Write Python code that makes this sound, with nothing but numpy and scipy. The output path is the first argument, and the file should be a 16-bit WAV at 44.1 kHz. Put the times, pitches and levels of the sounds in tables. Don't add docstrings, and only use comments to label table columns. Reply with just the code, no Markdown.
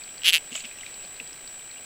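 import sys
import numpy as np
from scipy import signal
from scipy.fft import rfft, irfft, next_fast_len
from scipy.io import wavfile
from scipy.ndimage import map_coordinates

SR = 44100
rng = np.random.default_rng(int(sys.argv[2]) if len(sys.argv) > 2 else 0)


def ratio_of_db(decibels):
    return 10 ** (np.asarray(decibels, float) / 20)


def master(y):
    cut = np.clip(np.atleast_2d(y).T, -1, 1)
    pcm = np.round(cut * 32767)
    wavfile.write(sys.argv[1], SR, pcm.astype(np.int16))


N = 81585

# pitch_hz, level_db [dB per Hz]
HISS_COLOUR = [(12, -0.5), (60, -9), (760, -6.5), (880, -15), (2600, -9.5), (4600, -19.5), (5400, -22.5),
               (10000, -31.5), (16000, -21.5)]
# pitch_hz, level_db
HISS_SIDE_COLOUR = [(20, -4), (300, -5), (1000, -14.5), (8000, -26), (10500, -13), (14000, -20)]
# pitch_hz, level_db
FAINT_WHINES = [(11380, -73.5), (11670, -74), (5636, -68.5), (3940, -65.5)]
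PHASE_SLIP_AT = (.264, .755)
PHASE_SLIP_RAD = (.62, -2.2)
# pitch_hz, level_db
CHATTER_COLOUR = [(150, -41), (600, -7), (1500, -8.5), (3000, -6), (5000, -7.5), (8000, -12),
                  (11600, -19.5), (16000, -15.5)]
# start_s, peak_db, pitch_hz, decay_s [to -60 dB]
NEAR_CLICKS = [(0.0184, -35, 2400, 0.013), (0.0368, -29.5, 4540, 0.0089), (0.078, -37, 2550, 0.011),
               (0.0906, -34, 3060, 0.012), (0.1802, -29, 4600, 0.0079), (0.2189, -25.5, 2900, 0.0071),
               (0.5202, -31, 2900, 0.0085), (.5285, -34, 2900, .008), (.536, -35, 2600, .008),
               (0.5536, -18, 2900, 0.0083), (.5562, -25.5, 2900, 0.008), (.581, -35, 2900, 0.007),
               (0.6063, -29.5, 4600, 0.0091), (.648, -32.5, 2380, 0.016), (0.6531, -22, 2900, 0.0064),
               (.667, -39, 2380, 0.018), (0.712, -33.5, 2630, 0.012), (0.7861, -33.5, 2620, 0.012),
               (0.8103, -27.5, 2750, 0.007), (0.833, -29, 2000, 0.012), (0.8625, -29, 3740, 0.0079),
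               (0.8643, -25.5, 2450, 0.0085), (0.9408, -35, 4500, 0.012), (.992, -42, 3990, .008),
               (1.0015, -37.5, 2800, .009), (1.0265, -42, 2900, .01), (1.029, -43, 4440, .009),
               (1.035, -39, 4900, .009), (1.04, -36, 2430, 0.012), (1.049, -38.5, 4400, 0.013),
               (1.057, -44, 4870, .008), (1.074, -45, 4900, 0.0073), (1.1652, -38.5, 4370, 0.013),
               (1.1992, -23, 2523, 0.013), (1.202, -38.5, 2060, 0.012), (1.2046, -32.5, 2740, 0.0099),
               (1.23, -41, 2720, 0.011), (1.275, -35, 4800, 0.0094), (1.3298, -31, 5400, 0.0097),
               (1.4758, -31, 4650, 0.01), (1.5928, -36.5, 3160, 0.012), (1.7127, -34.5, 4200, 0.012),
               (1.76, -37.5, 2250, 0.011), (1.77, -37, 2950, 0.012), (1.782, -36, 2830, 0.011)]
# start_s, wait_s [until the next slip]
RIGHT_PULL_WAITS = [
    (.2346, .0081),
    (.2427, .0025),
    (.2526, .0023),
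    (.2548, .0061),
    (.2672, .0062),
    (.2733, .0074),
    (.2807, .006),
    (.2867, .0098),
    (.297, .01),
]
LEFT_PULL_WAITS = [
    (.2586, .0063),
    (.2712, .0064),
    (.2776, .00525),
    (.2883, .0053),
    (.2991, .0062),
    (.3053, .0078),
    (.314, .008),
]
RETURN_WAITS = [
    (.3247, .0062),
    (.3309, .0051),
    (.3415, .00585),
    (.3532, .006),
    (.3657, .0068),
    (.3725, .0077),
    (.381, .008),
]
# start_s, level_db
RIGHT_PULL_EFFORT = [
    (.2346, -20),
    (.2427, -21),
    (.2455, -14),
    (.2527, -14),
    (.2548, -10),
    (.2733, -13),
    (.2807, -6),
    (.2867, -24),
    (.2965, -14),
]
LEFT_PULL_EFFORT = [
    (.2586, -5.5),
    (.277, -3),
    (.288, -.5),
    (.299, -3.5),
    (.306, -8),
    (.313, -20),
]
RETURN_STROKE_EFFORT = [
    (.3247, -10),
    (.331, -4.5),
    (.3415, -1.5),
    (.3535, -4),
    (.366, -8),
    (.3803, -16),
]
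# pitch_hz, decay_s [to -60 dB], then level_db on the right pull, left pull and return
SHELL_MODES = [(2600, 0.0097, -6, -10, -4.5), (2873, 0.0049, 3, 1, -0.5), (3560, 0.003, -6, -12, -5),
               (4500, 0.0028, -14, -10.5, -12), (5400, 0.0033, -11, -18, -23),
               (6060, 0.0047, -30, -19.5, -15.5), (7200, 0.0039, -14, -17, -14.5),
               (8860, 0.0024, -22, -19, -12.5), (10500, 0.0026, -23, -10, -16.5),
               (11300, 0.0027, -14, -32, -20.5), (12800, 0.0014, -22, -28, -16),
               (14800, .0025, -25, -21, -32)]
# start_s, pitch_ratio
SHELL_FLEX = [
    (.24, 1.08),
    (.3, 1.12),
    (.325, 1.073),
    (.38, 1.05),
]
# start_s, peak_db, pitch_hz, decay_s [to -60 dB]
WATER_BUMPS = [(.262, -43.5, 557, 0.064), (.278, -42, 398, 0.07), (.285, -42, 716, 0.055),
               (.345, -42, 665, 0.099), (0.515, -37.5, 231, 0.083), (.553, -31.5, 626, 0.027),
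               (0.553, -28, 1320, 0.022), (0.639, -42, 251, 0.079), (1.04, -42.5, 598, 0.056),
               (1.065, -48, 735, .05), (1.205, -43.5, 237, 0.076), (1.208, -42.5, 430, 0.065),
               (1.319, -40.5, 290, 0.037), (1.79, -42, 643, 0.026)]
# start_s, level_db, brightness_db
LEG_SCRAPE = [(.5, -64, -12), (0.521, -51.5, -6), (.548, -48.5, 5), (.555, -44, 5.5), (.6, -46, 2.5),
              (.63, -57, -3), (.655, -43, -22), (.68, -53, -11), (.75, -64.5, -12), (.85, -58, -18),
              (.875, -51, -21), (.92, -59, -18), (1, -63.5, -16), (1.04, -53.5, -15), (1.09, -74, -16),
              (1.2, -82, -14)]
# pitch_hz, width_hz, level_db; the last two follow brightness
ROCK_BANDS = [
    (2750, 1400, 4.5),
    (4600, 4000, -5.5),
    (7330, 1000, 2.5),
    (11100, 5000, -18),
]
# start_s, peak_db, pitch_hz, decay_s [to -60 dB]
CLAW_TICKS = [(.5205, -29, 6500, .005), (.521, -40, 11400, .006), (.528, -35, 6000, .006),
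              (.536, -37, 5500, .005), (.5425, -31, 6000, .005), (.543, -38, 10500, .005),
              (0.553, -21, 5700, 0.0052), (0.5537, -29, 7530, 0.012), (.599, -29, 7200, .007),
              (.627, -33, 6100, .006), (0.6522, -30, 5660, 0.0066), (.665, -40, 12000, .009),
              (.7865, -30, 5840, 0.0055), (.811, -29, 6300, .006), (0.8623, -31, 4800, .005),
              (1.1995, -44, 5000, 0.0037), (1.33, -40, 7000, .005)]


def unit(x):
    return x / np.sqrt(np.mean(x ** 2) + 1e-20)


def curve(rows):
    return np.interp(np.arange(N) / SR, *np.transpose(rows))


def wobble(rate):
    points = rng.standard_normal(int(N * rate / SR) + 4)
    return map_coordinates(points, [np.arange(N) * rate / SR])


def filtered(x, response):
    m = next_fast_len(N + 8192)
    return irfft(rfft(x, m) * response(np.fft.rfftfreq(m, 1 / SR)), m)[..., :N]


def coloured(x, points):
    f, db = np.transpose(points)
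    return filtered(x, lambda hz: ratio_of_db(np.interp(np.log(hz + 1), np.log(f + 1), db)))


def butter(x, hz, kind, order):
    return signal.sosfilt(signal.butter(order, hz, kind, fs=SR, output="sos"), x)


def add(track, s, sound):
    part = track[..., round(s * SR):][..., :sound.shape[-1]]
    part += sound[..., :part.shape[-1]]


def sine(db, phase):
    return ratio_of_db(db) * np.sqrt(2) * np.sin(phase)


def ping(hz, t60, rise, smear, crack):
    t = np.arange(SR // 12) / SR
    noise = rng.standard_normal((2, len(t)))
    phase = 2 * np.pi * hz * t + smear * np.cumsum(noise[0]) * np.sqrt(hz / SR)
    tone = np.sin(phase) * ratio_of_db(-60 * t / t60) * (1 - np.exp(-t / rise))
    return tone + crack * noise[1] * ratio_of_db(-60 * t / 0.0029)


def pings(events, gain_db, rise, smear, crack):
    out = np.zeros(N)
    for s, db, hz, t60 in events:
        add(out, s, ratio_of_db(db + gain_db) * ping(hz, t60, rise, smear, crack))
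    return out


def hiss():
    level_db, side_db, swell_db = -51.5, -23.5, -0.75
    mid, side = rng.standard_normal((2, N))
    mid = unit(coloured(mid, HISS_COLOUR)) * ratio_of_db(swell_db * wobble(4.9))
    side = ratio_of_db(side_db) * unit(coloured(side, HISS_SIDE_COLOUR))
    return ratio_of_db(level_db) * np.array([mid, side])


def whines():
    whine_hz, beat_hz, beat_null_s = 7752.1, 17.45, 1.73
    t = np.arange(N) / SR
    out = sine(-43.5 + 1.25 * wobble(25.12), 2 * np.pi * whine_hz * t)
    overtone = 4 * np.pi * whine_hz * t
    out += sine(-65.5, overtone)
    out -= sine(-62.5, overtone - 2 * np.pi * beat_hz * (t - beat_null_s))
    for hz, db in FAINT_WHINES:
        out += sine(db + 3 * wobble(39.7), 2 * np.pi * hz * t)
    return out


def scan_tone(frame_hz):
    slip_span = 0.014
    t = np.arange(N) / SR
    place = t * frame_hz % 1
    slip = 0
    for at, rad in zip(PHASE_SLIP_AT, PHASE_SLIP_RAD):
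        slip = slip + rad * (np.clip((place - at) / slip_span, 0, 1) - place)
    return sine(-51.5, 2 * np.pi * 286 * frame_hz * t + slip)


def field_spikes(frame_hz):
    gap_s, start_s, spike_s, tick_s = .001245, .0045, .00006, .0001
    spike_db, tick_db, chatter_db, gated_db = -41.5, -53, -54, -61.5
    t = np.arange(N) / SR
    step = ((t - start_s + gap_s / 2) % (.5 / frame_hz)) / gap_s
    busy = step < 8
    from_spike = (step % 1 - .5) * gap_s
    x = from_spike / spike_s
    spike = np.exp(-x ** 2) - .5 * np.exp(-((x - 2.5) / 1.8) ** 2)
    spikes = -ratio_of_db(spike_db) * busy * spike
    tick = np.exp(-(from_spike / tick_s) ** 2) * np.sin(2 * np.pi * 13000 * from_spike)
    spikes += ratio_of_db(tick_db) * busy * tick
    frame_sample = t * frame_hz % 1 * SR / frame_hz
    pattern = np.interp(frame_sample, np.arange(1500), rng.standard_normal(1500)) * busy * (step > 2.2)
    gated = rng.standard_normal(N) * busy
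    chatter = ratio_of_db(chatter_db) * unit(coloured(pattern, CHATTER_COLOUR))
    chatter += ratio_of_db(gated_db) * unit(coloured(gated, CHATTER_COLOUR))
    return butter(spikes, 770, "high", order=2) + chatter


def camera():
    frame_hz = 29.97
    return whines() + scan_tone(frame_hz) + field_spikes(frame_hz)


def far_reef():
    per_s, level_db, size_db = 190, -52, 3
    middle_hz, spread, cycles = 2900, 0.225, 7.8
    out, t = np.zeros(N), np.arange(400) / SR
    for when, pitch, size in rng.random((int(per_s * N / SR), 3)):
        hz = middle_hz * np.exp(spread * (4 * pitch - 2))
        snap = np.sin(2 * np.pi * hz * t) * np.exp(-t * hz / cycles) * (1 - np.exp(-t * hz))
        add(out, when * N / SR, ratio_of_db(level_db - size_db * np.log(size)) * snap)
    return out


def near_shrimp():
    snaps = pings(NEAR_CLICKS, 6, rise=0.00073, smear=0.57, crack=0.12)
    return butter(snaps, [1620, 6500], "band", order=3)


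def slips(waits, effort):
    s, out = waits[0][0], []
    while s < waits[-1][0]:
        out.append((s, np.interp(s, *np.transpose(effort))))
        s += np.interp(s, *np.transpose(waits))
    return out


def shell_ring(s, db, level, hz, t60):
    weak_dulls, scatter_db, detune, body_rise_s = 0.12, 0.7, .008, .00006
    t = np.arange(1024) / SR
    a, b = rng.standard_normal((2, len(hz), 1))
    upper = np.arange(len(hz))[:, None] > 2
    tuning = np.where(upper, 1, np.interp(s, *np.transpose(SHELL_FLEX)))
    mode_db = level + weak_dulls * db * np.log(hz / hz[0]) + scatter_db * a
    modes = ratio_of_db(mode_db - 60 * t / t60) * np.cos(2 * np.pi * hz * (tuning + detune * b) * t)
    return modes * np.where(upper, 1, 1 - np.exp(-t / body_rise_s))


def slip_sound(modes):
    ledge_db, ledge_t60, ledge_delay_s = -17, 0.0067, 0.0017
    side_db, grit_db, grit_t60 = -28, -21, 0.0096
    t = np.arange(1024) / SR
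    noise = rng.standard_normal((3, len(t)))
    echo = ratio_of_db(ledge_db - 60 * t / ledge_t60) * noise[:2] * np.clip(t / ledge_delay_s, 0, 1) ** 2
    echo[0, 0] = 1
    echo[1] = ratio_of_db(side_db) * np.diff(noise[1], prepend=0) * ratio_of_db(-60 * t / ledge_t60)
    sound = signal.fftconvolve(modes.sum(axis=0)[None], echo, axes=1)
    grit = ratio_of_db(grit_db - 60 * t / grit_t60) * noise[2]
    sound[0] += signal.fftconvolve(modes[3:].sum(axis=0), grit)
    return sound


def rasp():
    slip_db, arrival_s, tremble_db, tremble_s, boom_db = -2, .00013, -35, .001, -19.5
    out = np.zeros((2, N))
    hz, t60, *colours = np.transpose(SHELL_MODES)[..., None]
    lead = np.arange(-128, 0) / SR
    strokes = [(RIGHT_PULL_WAITS, RIGHT_PULL_EFFORT), (LEFT_PULL_WAITS, LEFT_PULL_EFFORT),
               (RETURN_WAITS, RETURN_STROKE_EFFORT)]
    for (waits, effort), level in zip(strokes, colours):
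        for s, db in slips(waits, effort):
            gain = ratio_of_db(db + slip_db)
            modes = shell_ring(s, db, level, hz, t60)
            add(out, s + arrival_s, gain * slip_sound(modes))
            tremble = ratio_of_db(tremble_db) * rng.standard_normal(len(lead)) * np.exp(lead / tremble_s)
            add(out[0], s + lead[0], gain * signal.fftconvolve(modes.sum(axis=0), tremble))
    out[1] = butter(out[1], 8000, "low", order=2)
    boom = ratio_of_db(boom_db) * butter(out, 750, "low", order=2)
    return butter(butter(out, 1724, "high", order=3) + boom, 14100, "low", order=2)


def water_bumps():
    bumps = pings(WATER_BUMPS, 6.5, rise=0.007, smear=1.0, crack=0)
    return butter(bumps, 180, "high", order=2)


def scrape():
    s, level_db, bright_db = np.transpose(LEG_SCRAPE)
    out = np.zeros(N)
    for k, (c, w, db) in enumerate(ROCK_BANDS):
        grit = rng.standard_normal(N) * ratio_of_db(3.7 * wobble(300))
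        band = unit(filtered(grit, lambda f: (1j * f * w / (c * c - f * f + 1j * f * w)) ** 2))
        loudness = curve(np.c_[s, level_db + bright_db * (k > 1)])
        out += ratio_of_db(db + loudness) * band
    return out


def claw_ticks():
    ticks = pings(CLAW_TICKS, -1.5, rise=0.00022, smear=0.58, crack=.12)
    return butter(ticks, 1900, "high", order=2)


def scene():
    mid, side = hiss() + rasp()
    mid = mid + camera() + far_reef() + near_shrimp()
    mid = mid + water_bumps() + scrape() + claw_ticks()
    return np.array([mid + side, mid - side])


def band_limit(x):
    return signal.sosfilt(signal.butter(12, 16960, fs=SR, output="sos"), x)


def record(dry):
    mix = filtered(dry, lambda hz: hz < 15800)
    return band_limit(mix)


dry = scene()
out = record(dry)
master(out)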